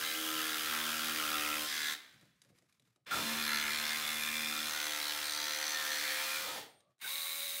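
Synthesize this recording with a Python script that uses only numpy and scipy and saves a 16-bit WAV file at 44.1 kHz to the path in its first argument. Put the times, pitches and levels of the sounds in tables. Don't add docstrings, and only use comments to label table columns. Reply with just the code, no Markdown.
import sys
import numpy as np
from scipy import signal
from scipy.fft import rfft, irfft
from scipy.io import wavfile
from scipy.ndimage import uniform_filter1d

SR = 44100
rng = np.random.default_rng(int(sys.argv[2]) if len(sys.argv) > 2 else 0)


def waveform_to_disk(signal):
    frames = np.transpose(np.atleast_2d(signal))
    scaled = np.clip(frames, -1, 1) * 32767
    samples = np.round(scaled).astype(np.int16)
    wavfile.write(sys.argv[1], SR, samples)


def how_loud(loudness_db):
    steps = np.asarray(loudness_db, float) / 20
    return 10 ** steps


N = 335160
T = np.arange(N) / SR


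def rms_one(x):
    return x / np.sqrt(np.mean(x ** 2) + 1e-20)


def smooth(x, size):
    return uniform_filter1d(np.asarray(x, float), size=size, axis=0, mode="nearest")


def even(x, size=9000):
    return x / np.sqrt(uniform_filter1d(x ** 2, size=size) + 1e-20)


def glide(table, t=T):
    s, *columns = np.transpose(table)
    return [np.interp(t, s, c) for c in columns]


def rows_at(table):
    table = np.array(table)
    return table[np.searchsorted(table[1:, 0], T), 1:]


def between(start, end):
    return (T > start) & (T < end)


def sounding(table):
    inside = (T >= table[0][0]) & (T <= table[-1][0])
    return how_loud(glide(table)[0]) * smooth(inside, 200)


def drift(rate):
    r = np.exp(-32 * np.pi * rate / SR)
    slow = signal.lfilter([1], [1, -2 * r, r * r], rng.standard_normal(N // 16 + 3002))[3000:]
    return np.interp(np.arange(N) / 16, np.arange(len(slow)), rms_one(slow))


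def colour(x, points, rings=(), under_db=0):
    hz = np.arange(2049) * SR / 4096 + 1
    points_hz, points_db = np.transpose(points)
    power = how_loud(2 * (np.interp(np.log(hz), np.log(points_hz), points_db) + under_db))
    for centre_hz, width_hz, level_db in rings:
        power += how_loud(2 * level_db) / (1 + (2 * (hz - centre_hz) / width_hz) ** 2)
    cepstrum = irfft(.5 * np.log(power))
    cepstrum[1:2048] *= 2
    cepstrum[2049:] = 0
    return signal.fftconvolve(x, irfft(np.exp(rfft(cepstrum))))[:N]


def band(x, low_hz, high_hz):
    return signal.sosfilt(signal.butter(4, [low_hz, high_hz], "band", fs=SR, output="sos"), x)


def ring(clicks, hz, t60):
    r, w = how_loud(-60 / (t60 * SR)), 2 * np.pi * hz / SR
    return signal.lfilter([0, np.sin(w)], [1, -2 * r * np.cos(w), r * r], clicks + 1e-18)


def shop(x):
    t60_s = .42
    t = np.arange(SR) / SR
    low, high = rng.standard_normal((2, SR))
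    tail = band(low, 60, 5000) * how_loud(-60 * t / t60_s)
    tail += band(high, 5000, 16500) * how_loud(-60 * t / (.7 * t60_s))
    tail *= np.clip((t - .004) / .015, 0, 1)
    return signal.fftconvolve(x, tail / np.sqrt(np.sum(tail ** 2)))[:N]


# middle t/s, half length/s, rustle level/dB, shuffle level/dB
MOVES = [
    (2.2, .12, -75, -71),
    (2.36, .06, -79, -88),
    (2.51, .08, -74, -73),
    (2.73, .1, -78, -83),
    (2.88, .07, -82, -79),
    (6.76, .08, -84, -80),
    (3.03, .03, -95, -84),
    (6.9, .035, -89, -82),
]
# f/Hz, level/dB per Hz
RUSTLE = [(410, -11), (700, -15), (1000, -2), (2370, -1), (2870, -5), (6690, -8), (13000, -13),
          (15500, -22)]
# f/Hz, level/dB per Hz
SHUFFLE = [(18, -75), (40, -12), (134, 6.5), (305, -6), (342, -10), (900, -24), (1170, -69), (1980, -120)]


def cloth_and_feet():
    rustle, shuffle = np.zeros((2, N))
    for middle, half, cloth_db, feet_db in MOVES:
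        swell = np.exp(-((T - middle) / half) ** 2)
        rustle += how_loud(cloth_db) * swell
        shuffle += how_loud(feet_db) * swell
    grains = rng.standard_normal(N) * how_loud(3.5 * drift(30.))
    out = rustle * rms_one(colour(grains, RUSTLE))
    return out + shuffle * rms_one(colour(rng.standard_normal(N), SHUFFLE))


# t/s, peak level/dB, f/Hz
THUMPS = [(2.144, -63, 240), (2.214, -59, 190), (2.239, -63, 140), (2.329, -69, 145), (2.454, -64, 560),
          (2.47, -66, 160), (2.501, -62, 290), (2.529, -63, 480), (2.549, -65, 350), (2.635, -67, 300),
          (2.879, -68, 143), (3.075, -54, 200), (6.56, -52, 300), (6.63, -55, 290), (7.38, -58, 240)]


def thumps():
    out = np.zeros(N)
    contact = np.minimum(np.arange(3000) / (.004 * SR), 1)
    for s, db, hz in THUMPS:
        at = round(s * SR)
        out[at:at + 3000] += how_loud(db - 4) * ring(signal.unit_impulse(3000), hz, .07) * contact
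    return out


# t/s, peak level/dB, ring f/Hz, thud level above it/dB
CLICKS = [(2.139, -60, 9000, -25), (2.211, -58, 3430, -18), (2.227, -61, 1250, -9),
          (2.254, -66, 10500, -20), (2.437, -66, 11000, -30), (2.418, -50, 4800, -34),
          (2.448, -60, 1700, -15), (2.5002, -69, 1340, -3), (2.578, -67, 3180, -19),
          (2.586, -57, 4960, -19), (2.623, -65, 2030, -11), (2.7252, -60, 2430, -25),
          (2.797, -60, 3490, -23), (2.8227, -68, 3560, -18), (2.853, -70, 3610, -18),
          (2.8744, -69, 1385, -14), (2.9602, -63, 1260, -13), (3.0475, -76.5, 1296, -20),
          (3.071, -70, 1400, 4), (6.578, -43, 900, -12), (6.662, -51, 2430, -19),
          (6.8049, -59.5, 3270, -29), (6.982, -73, 1500, -20), (6.991, -64, 8200, -30),
          (7.02, -70, 2200, 5), (7.045, -70, 1500, 8)]
# f/Hz, level/dB, t60/s
SHOE_MODES = [(2400, -11, .03), (3880, 7, .025), (4690, -17, 0.022), (6560, -3, 0.024)]


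def clicks():
    out = np.zeros(N)
    hit = signal.unit_impulse(3000)
    since = np.arange(3000) / SR
    for s, db, hz, thud_db in CLICKS:
        noise = rng.standard_normal(3000)
        scuff = band(noise * np.exp(-since / .005), 1200, 11000)
        sound = .45 * ring(hit, hz, .018) + .6 * scuff
        for mode_hz, mode_db, t60 in SHOE_MODES:
            sound += how_loud(mode_db - 17.5 + rng.normal(0, 4)) * ring(hit, mode_hz, t60)
        thud = 6.9 * band(noise * np.exp(-since / .022), 100, 700)
        at = round(s * SR)
        out[at:at + 3000] += how_loud(db) * (band(sound, 700, 14000) + how_loud(thud_db) * thud)
    return out


# t/s, level/dB
WHINE = [(3.25, -65), (6.5, -54)]


def gear_whine(turns):
    return sounding(WHINE) * np.sin(2 * np.pi * (192.5 * turns + .5 * drift(60.)))


# from t/s, to t/s, f/Hz, level/dB
SQUEAL = [
    (6.7, 6.8, 8740, -78),
    (6.68, 6.9, 590, -82),
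    (6.8, 6.91, 1160, -86),
]


def blade_squeal():
    rise_db_per_s, fall_db_per_s = 200, 400
    out = np.zeros(N)
    for start, end, hz, db in SQUEAL:
        level = db - rise_db_per_s * np.maximum(start - T, 0) - fall_db_per_s * np.maximum(T - end, 0)
        tone = np.sin(2 * np.pi * (hz * T + .2 * drift(50.)))
        out += np.sqrt(2) * how_loud(level + 2.5 * drift(30.)) * tone
    return out


# from t/s, level/dB on stroke orders 1, 3, 4, 7
GRIPS = [(0, -80, -65, -62, -60), (.15, -71, -67, -52, -62), (.68, -67, -55, -57, -60),
         (1.15, -65, -61, -51, -58), (1.665, -82, -70, -63, -74), (3.0, -78, -56, -60, -58),
         (3.2, -70, -48, -62, -58), (3.36, -63, -51, -60, -65), (3.6, -66, -56, -63, -64),
         (3.85, -70, -57, -65, -64), (4.25, -69, -57, -60, -63), (4.7, -72, -76, -60, -62),
         (5.5, -78, -80, -62, -59), (5.8, -77, -73, -59, -59), (6.1, -82, -78, -62, -55),
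         (6.4, -79, -72, -70, -53), (6.98, -84, -78, -90, -72), (7.1, -80, -77, -90, -65),
         (7.4, -92, -80, -90, -61)]


def grip_heights(power, share):
    levels = smooth(rows_at(GRIPS), 3000).T
    return [power * share ** 3 * how_loud(db + 1.6 * drift(4.)) for db in levels]


OTHER_ORDERS = (2, 5, 6, 8, 9, 10, 11, 12, 13, 14)
# from t/s, level/dB of each
ORDER_DB = [(0, -16, -9, -2, -11, -12, -9, -7, -14, -4, -10),
            (.68, -12, -4, -15, -4, -15, -4, -10, -16, -10, -5),
            (1.15, -13, -5, -4, -3, -10, -3, -8, -3, -11, -3),
            (1.665, -28, -11, -7, -13, -13, -8, -18, -7, -18, -8),
            (3.0, -10, -7, -17, -20, -8, -14, -17, -3, -6, -3),
            (3.85, -12, -12, -14, -15, -7, -10, -18, -11, -8, -4),
            (4.7, -19, -17, -17, -18, -9, -12, -13, -8, -8, -7),
            (5.5, -29, -24, -22, -15, -7, -12, -15, -8, -9, -6),
            (6.05, -29, -27, -24, -19, -8, -8, -14, -2, -6, -8),
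            (6.98, -28, -24, -10, -17, -8, -12, -3, -14, -18, -28),
            (7.4, -28, -28, -9, -22, -18, -22, -22, -22, -24, -28)]
# t/s, level/dB
SPIN_UP = [(7.04, -72), (7.065, -57), (7.13, -59), (7.3, -60), (7.6, -64)]


def board_shake(turns, heights, rumble, chatter):
    parts = list(zip((1, 3, 4, 7, 14), heights + [sounding(SPIN_UP)]))
    levels = smooth(how_loud(rows_at(ORDER_DB)), 900).T
    parts += [(k, rumble * level * how_loud(1.2 * drift(3.))) for k, level in zip(OTHER_ORDERS, levels)]
    out = np.zeros(N)
    for order, height in parts:
        waver = (.012 * np.sqrt(order) + .16 * chatter) * drift(25.)
        out += np.sqrt(2) * height * np.sin(2 * np.pi * (order * turns + rng.random() + waver))
    return out


# f/Hz, level/dB per Hz
RUMBLE = [(30, -46), (69, -10), (120, -4), (190, -7), (297, -2.5), (420, -8), (750, -4), (1000, -1),
          (1250, -25), (1980, -120)]


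def sheet_rumble(drive):
    split_hz = 380
    shudder = how_loud(-2.5) * even(colour(.88 * drive + rng.standard_normal(N), RUMBLE))
    held_db = smooth(-7. * between(4.7, 6.35), 3000)
    return how_loud(held_db) * band(shudder, 25, split_hz) + band(shudder, split_hz, 2500)


# t/s, level above the tooth noise/dB, middle f/Hz, pitch spread/octaves
SLAPS = [(0, 1, 3300, .13), (.25, 4, 3100, .08), (.6, -2, 3300, .15), (1.2, -1, 2900, .18),
         (1.42, 4, 2800, .2), (1.62, 3, 2900, .22), (1.68, -4, 3700, .1), (1.9, 3, 3700, .1),
         (3.3, -3, 3600, .1), (3.55, 3, 3500, .12), (3.9, -1, 3500, .08), (4.15, 4, 3500, .04),
         (4.6, 2, 3500, .05), (5.05, 3, 3700, .13), (5.4, 3, 3900, .15), (5.8, 0, 3800, .15),
         (6.2, -5, 3800, .15), (7.6, -10, 3800, .1)]


def slaps(turns, rate):
    db, hz, spread = glide(SLAPS)
    stroke, place = turns.astype(int), turns % 1
    chance = rng.standard_normal((stroke[-1] + 1, 2, 3))
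    out = np.zeros(N)
    for pitch, strength, late in chance[stroke].transpose(1, 2, 0):
        since = np.maximum((place - .05 - .02 * late) / rate, 0)
        swing = np.sin(2 * np.pi * hz * 2 ** (spread * pitch) * since)
        decay = how_loud(db + 1.6 * strength - 60 * since / .024)
        out += decay * swing * np.minimum(since / .001, 1)
    return out


# from t/s, to t/s, f/Hz, level/dB
FLARES = [(0, .16, 1640, -50), (0, .16, 3900, -47), (.07, .18, 2720, -52), (.13, .3, 3250, -53),
          (.227, .45, 1280, -47), (.3, .62, 1650, -48), (.42, .7, 1350, -47), (.636, .82, 1350, -44),
          (.62, .84, 1630, -49), (.674, .796, 2400, -52), (.68, .96, 3250, -51), (.76, 1.2, 1360, -44),
          (.93, 1.38, 1680, -55), (1.15, 1.4, 1372, -44), (1.4, 1.6, 1340, -46), (1.035, 1.134, 3840, -55),
          (1.24, 1.46, 3400, -52), (1.34, 1.62, 2450, -54), (1.64, 1.86, 4930, -52),
          (1.66, 1.94, 2050, -50), (1.68, 1.94, 1740, -51), (1.8, 1.94, 3950, -49),
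          (3.101, 3.152, 1366, -39.5), (3.156, 3.225, 1330, -46), (3.386, 3.657, 4130, -39),
          (3.36, 3.66, 3480, -42), (3.426, 3.82, 1996, -46), (3.42, 3.77, 1700, -46),
          (3.66, 3.97, 4150, -46), (3.8, 4.0, 1980, -51), (4.2, 4.32, 1740, -49), (4.12, 4.62, 2440, -44),
          (3.95, 4.8, 3510, -45), (4.0, 4.62, 2120, -49), (4.495, 4.633, 1370, -49.5),
          (4.68, 5.12, 1950, -48), (4.99, 5.14, 4000, -41), (4.98, 5.3, 3280, -47), (5.18, 5.62, 4050, -41),
          (5.26, 5.5, 4500, -46), (5.2, 5.8, 6060, -48), (5.64, 5.78, 6060, -50), (5.8, 6.05, 5950, -51),
          (5.6, 5.8, 4250, -45), (5.84, 6.2, 4250, -48), (5.643, 6.06, 3450, -50), (5.66, 6.27, 1700, -46),
          (5.92, 6.3, 2150, -47), (6.183, 6.416, 2420, -46),
          (3.44, 3.74, 1400, -48), (3.82, 3.92, 5350, -50), (4.3, 4.62, 5000, -56),
               (4.75, 5.0, 3950, -50), (4.7, 5.15, 2400, -52), (5.35, 5.7, 3500, -51),
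               (3.35, 3.62, 11300, -50), (4.0, 4.3, 11500, -53), (5.68, 5.93, 1380, -51),
               (6.3, 6.48, 1550, -48), (6.38, 6.64, 1250, -46), (6.54, 6.61, 900, -46),
               (7.035, 7.075, 1520, -47), (7.05, 7.22, 3800, -42), (7.17, 7.39, 3850, -41.5),
               (7.36, 7.6, 3800, -42), (4.6, 5.05, 6250, -52), (5.22, 5.4, 8730, -50), (.7, .98, 1050, -52),
               (1.42, 1.68, 1050, -51), (0, .24, 2150, -51), (3.4, 3.68, 3000, -48), (4.9, 5.3, 5200, -54),
               (4.62, 4.9, 1450, -49), (3.42, 3.7, 6200, -50), (5.3, 5.6, 4700, -50),
               (1.3, 1.64, 1950, -50), (3.8, 4.0, 1650, -52), (4.15, 4.6, 2600, -49)]
# f/Hz, width/Hz, share heard only as the teeth bite
FLARE_WIDTH = [(1300, 110, .35), (1900, 240, .2), (2420, 160, .2), (3500, 260, .8), (4150, 360, .5),
               (6200, 320, .6), (8700, 170, .8), (11500, 1100, .5)]


def flares(drive, bite):
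    out = np.zeros(N)
    for start, end, hz, db in FLARES:
        width_hz, sharp = glide(FLARE_WIDTH, hz)
        a, b = round(start * SR), round(end * SR)
        gated = drive[a:b] * (1 - sharp + 2 * sharp * bite[a:b])
        peak = signal.iirpeak(hz, hz / width_hz / 1.3, fs=SR)
        rung = signal.lfilter(*peak, signal.lfilter(*peak, gated))
        out[a:b] += how_loud(db) * signal.windows.tukey(b - a, .5) * even(rung, size=1800)
    return out


def steady(x):
    edges = np.geomspace(600, 7200, num=19)
    out = np.sqrt(580) * even(band(x, 20, 600)) + np.sqrt(10800) * even(band(x, 7200, 18000))
    for a, b in zip(edges, edges[1:]):
        out += np.sqrt(b - a) * even(band(x, a, b), size=3500)
    return rms_one(out)


def teeth(turns, depth, back_share):
    stroke, place = turns.astype(int), turns % 1
    count = stroke[-1] + 1
    strength = how_loud(.8 * rng.standard_normal((count, 2)))[stroke]

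    def burst(p):
        return np.clip(p / .08, 0, 1) * np.exp(-(np.maximum(p, 0) / .33) ** 2)

    gate = strength[:, 0] * burst(place) + back_share * strength[:, 1] * burst(place - .5)
    gate = 1 - depth + depth * 2.4 * gate
    pattern = signal.lfilter([1], [1, -.79], rng.standard_normal((count, 300)), axis=0)
    returning = steady(pattern[stroke, (place * 300).astype(int)])
    crackle = how_loud(.9 * np.minimum(rng.exponential(1, N), 6))
    grit = rms_one(rng.standard_normal(N) * crackle)
    low_pass = signal.butter(1, 3500, fs=SR, output="sos")
    return gate * (grit + signal.sosfilt(low_pass, .95 * returning - .55 * grit))


# t/s, depth 0-1
BITES = [(0, .3), (.5, .38), (1.6, .38), (1.7, .3), (3.3, .4), (4.6, .5), (5.5, .42), (5.85, .3),
         (6.15, .18), (6.9, .15), (7.0, .5), (7.6, .55)]


def bite_depth(load, rate, clear):
    depth = np.clip(glide(BITES)[0] + .02 * load, 0, 1)
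    return depth * (1 - .7 * clear) * np.clip(rate / 74, 0, 1) ** 2


# f/Hz, width/Hz, level/dB
RINGS = [
    [(1270, 120, -4), (1620, 110, -4), (2420, 66, -15), (3290, 800, -8), (3830, 61, -6.5), (4930, 90, -11),
     (6434, 80, -10)],
    [(3400, 190, 0.5), (3900, 200, -1), (4940, 69, -13), (6210, 160, -8), (7530, 39, -5)],
    [(1725, 53, -10), (1980, 45, -19.5), (2430, 60, -7), (3496, 220, -2), (4120, 57, -3.5),
     (4950, 100, -15.5), (5310, 34, -10.5)],
    [(902, 140, -15), (1370, 70, -7), (1800, 500, -7), (2430, 60, -12), (3350, 300, -5), (5240, 32, -21.5)],
    [(1110, 21, -15), (2203, 63, -1), (3780, 330, -1), (4660, 100, -10.5), (6360, 140, -9), (8940, 730, -7)],
]
# f/Hz, level/dB per Hz
COLOURS = [
    [(410, -44), (700, -14), (1160, -13), (1360, 3), (1480, -4.5), (2200, -8), (3320, -10), (15500, -7.5)],
    [(410, -50), (700, -19), (1730, -1), (2430, -6), (3920, -5.5), (15500, -9.5)],
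    [(410, -35.5), (760, -17), (1400, -7), (2050, -9), (2490, -5.5), (2800, -4.5), (3540, -8), (4700, -11),
     (15500, -14.5)],
    [(410, -30), (700, -17.5), (1130, -9), (1710, -10.5), (2770, -6.5), (4130, -4), (5000, -11),
     (7310, -13), (15500, -15)],
    [(410, -47), (800, -16), (3030, -3.5), (3770, -14), (5570, -12), (15500, -2)],
]


def body_rings(drive, stage):
    out = np.zeros(N)
    for k, (points, rings) in enumerate(zip(COLOURS, RINGS)):
        out += smooth(stage == k, 900) * rms_one(colour(drive, points, rings, under_db=-4.5))
    return out


# t/s, f/Hz (strokes)
SPEED = [(0, 79.6), (.8, 77.5), (1.1, 78.3), (1.4, 75.3), (1.63, 75.5), (1.75, 76.6), (3.2, 73.5),
         (3.35, 76.6), (3.6, 74), (3.85, 75.5), (4.4, 76.2), (4.73, 75.8), (5.03, 74.6), (5.83, 76),
         (5.98, 74.3), (6.43, 76.4), (6.59, 72.5), (6.99, 80.3)]
# t/s, full power t/s, creep level/dB, first f/Hz (strokes), spin-up/s
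STARTS = [
    (-1, -.9, -10, 40, .08),
    (3.057, 3.11, -12, 40, .075),
    (6.991, 7.013, -20, 30, .076),
]
# t/s, brake/s, brake level/dB, coasting loss/dB per s, eased-off level/dB
STOPS = [
    (1.93, .04, -17, 70, 0),
    (6.59, .13, -24, 200, -6),
    (9, .1, -20, 100, 0),
]


def motor():
    onset_s, ease_s, coast_per_s2, slowest_per_s = .011, .23, 80, 30
    run = np.searchsorted(np.array(STARTS)[1:, 0], T)
    pull, full, creep_db, first, spin = np.array(STARTS)[run].T
    off, brake, brake_db, loss, ease_db = np.array(STOPS)[run].T
    top = glide(SPEED, np.minimum(T, off))[0]
    since = np.maximum(T - off, 0)
    rate = top - (top - first) * np.exp(-((T - pull) / spin) ** 2.2) - coast_per_s2 * since
    rate = np.maximum(rate, slowest_per_s)
    creeping = T < full
    db = creep_db * creeping * (1 - .4 * (T - pull) / (full - pull))
    db += ease_db * np.clip(1 + (T - off) / ease_s, 0, 1)
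    db += brake_db * np.minimum(since / brake, 1) - loss * np.maximum(since - brake, 0)
    share = np.where(since > 0, 1, np.minimum(rate / top, 1))
    gain = smooth(how_loud(db) * np.minimum((T - pull) / onset_s, 1) ** 2, 100)
    return rate, share, creeping, gain


# t/s, level/dB
LOAD = [(0, -42.5), (.2, -46), (.4, -42), (.64, -43.5), (.72, -40.5), (.89, -43), (1.4, -40), (1.66, -46),
        (1.84, -41.5), (3.16, -39.5), (3.25, -44.5), (3.52, -38), (3.82, -41.5), (5.28, -45.5),
        (6.05, -41.5), (6.4, -44.5), (7.05, -49), (7.6, -55)]
# from t/s, share of return stroke 0-1, shoe, gear hiss and rumble level/dB
STAGES = [
    (0, .17, -41.3, -41.8, -58),
    (1.665, .1, -41.5, -43.5, -59.5),
    (2.7, .3, -42, -42.5, -57),
    (4.7, .16, -42.2, -42, -55.5),
    (6.98, .72, -41.5, -40, -65),
]
# from t/s, to t/s, looseness 0-2
CHATTER = [
    (1.66, 2.4, .3),
    (3.0, 3.23, 2),
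    (6.465, 6.95, 2),
    (6.95, 7.14, .4),
    (7.14, 7.6, .3),
]


def saw():
    usual_load_db = -42.5
    rate, share, creeping, power = motor()
    turns = np.cumsum(rate) / SR + .22
    load = glide(LOAD)[0] - usual_load_db
    clear = smooth(between(3.0, 3.4), 3000)
    chatter = smooth(sum(loose * ((T >= a) & (T < b)) for a, b, loose in CHATTER), 3000)
    stage = np.searchsorted(np.array(STAGES)[1:, 0], T)
    back, shoe_db, gear_db, rumble_db = smooth(rows_at(STAGES), 900).T

    board = power * how_loud(usual_load_db + load)
    shoe = power * how_loud(shoe_db + .3 * load) * share ** .8
    gear = power ** 1.12 * how_loud(gear_db - 2 * creeping + .15 * load) * share ** 1.4
    lingering = power ** .75
    rumble = lingering * how_loud(rumble_db + 4 * clear + .3 * load + 2.5 * chatter) * share ** 3

    drive = teeth(turns, bite_depth(load, rate, clear), back)
    body = body_rings(drive, stage)
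    bite = np.exp(-(turns % 1 / .3) ** 2)
    body += how_loud(38.5) * flares(np.roll(drive, round(SR / 76)), bite)
    body += slaps(turns, rate) * np.clip(rate / 74, 0, 1) ** 4

    out = board * even(band(body, 750, 2200))
    out += shoe * even(band(body, 2200, 5200))
    out += gear * even(band(body, 5200, 18000))
    out += rumble * sheet_rumble(drive)
    out += board_shake(turns, grip_heights(lingering, share), rumble, chatter)
    return out + blade_squeal() + gear_whine(turns)


def scene():
    dry = saw() + clicks() + thumps() + cloth_and_feet()
    floor = how_loud(-103) * band(rng.standard_normal(N), 40, 9000)
    return (dry + how_loud(-13) * shop(dry) + floor)[None]


def top_cut(x):
    return signal.sosfilt(signal.butter(12, 16880, fs=SR, output="sos"), x)


def record(dry):
    rounded = .13 * np.tanh(dry / .13)
    cut = signal.sosfilt(signal.ellip(12, .2, 70, 15740, fs=SR, output="sos"), rounded)
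    mix = signal.sosfilt(signal.butter(2, 62, "high", fs=SR, output="sos"), cut)
    return top_cut(mix)


dry = scene()
out = record(dry)
waveform_to_disk(out)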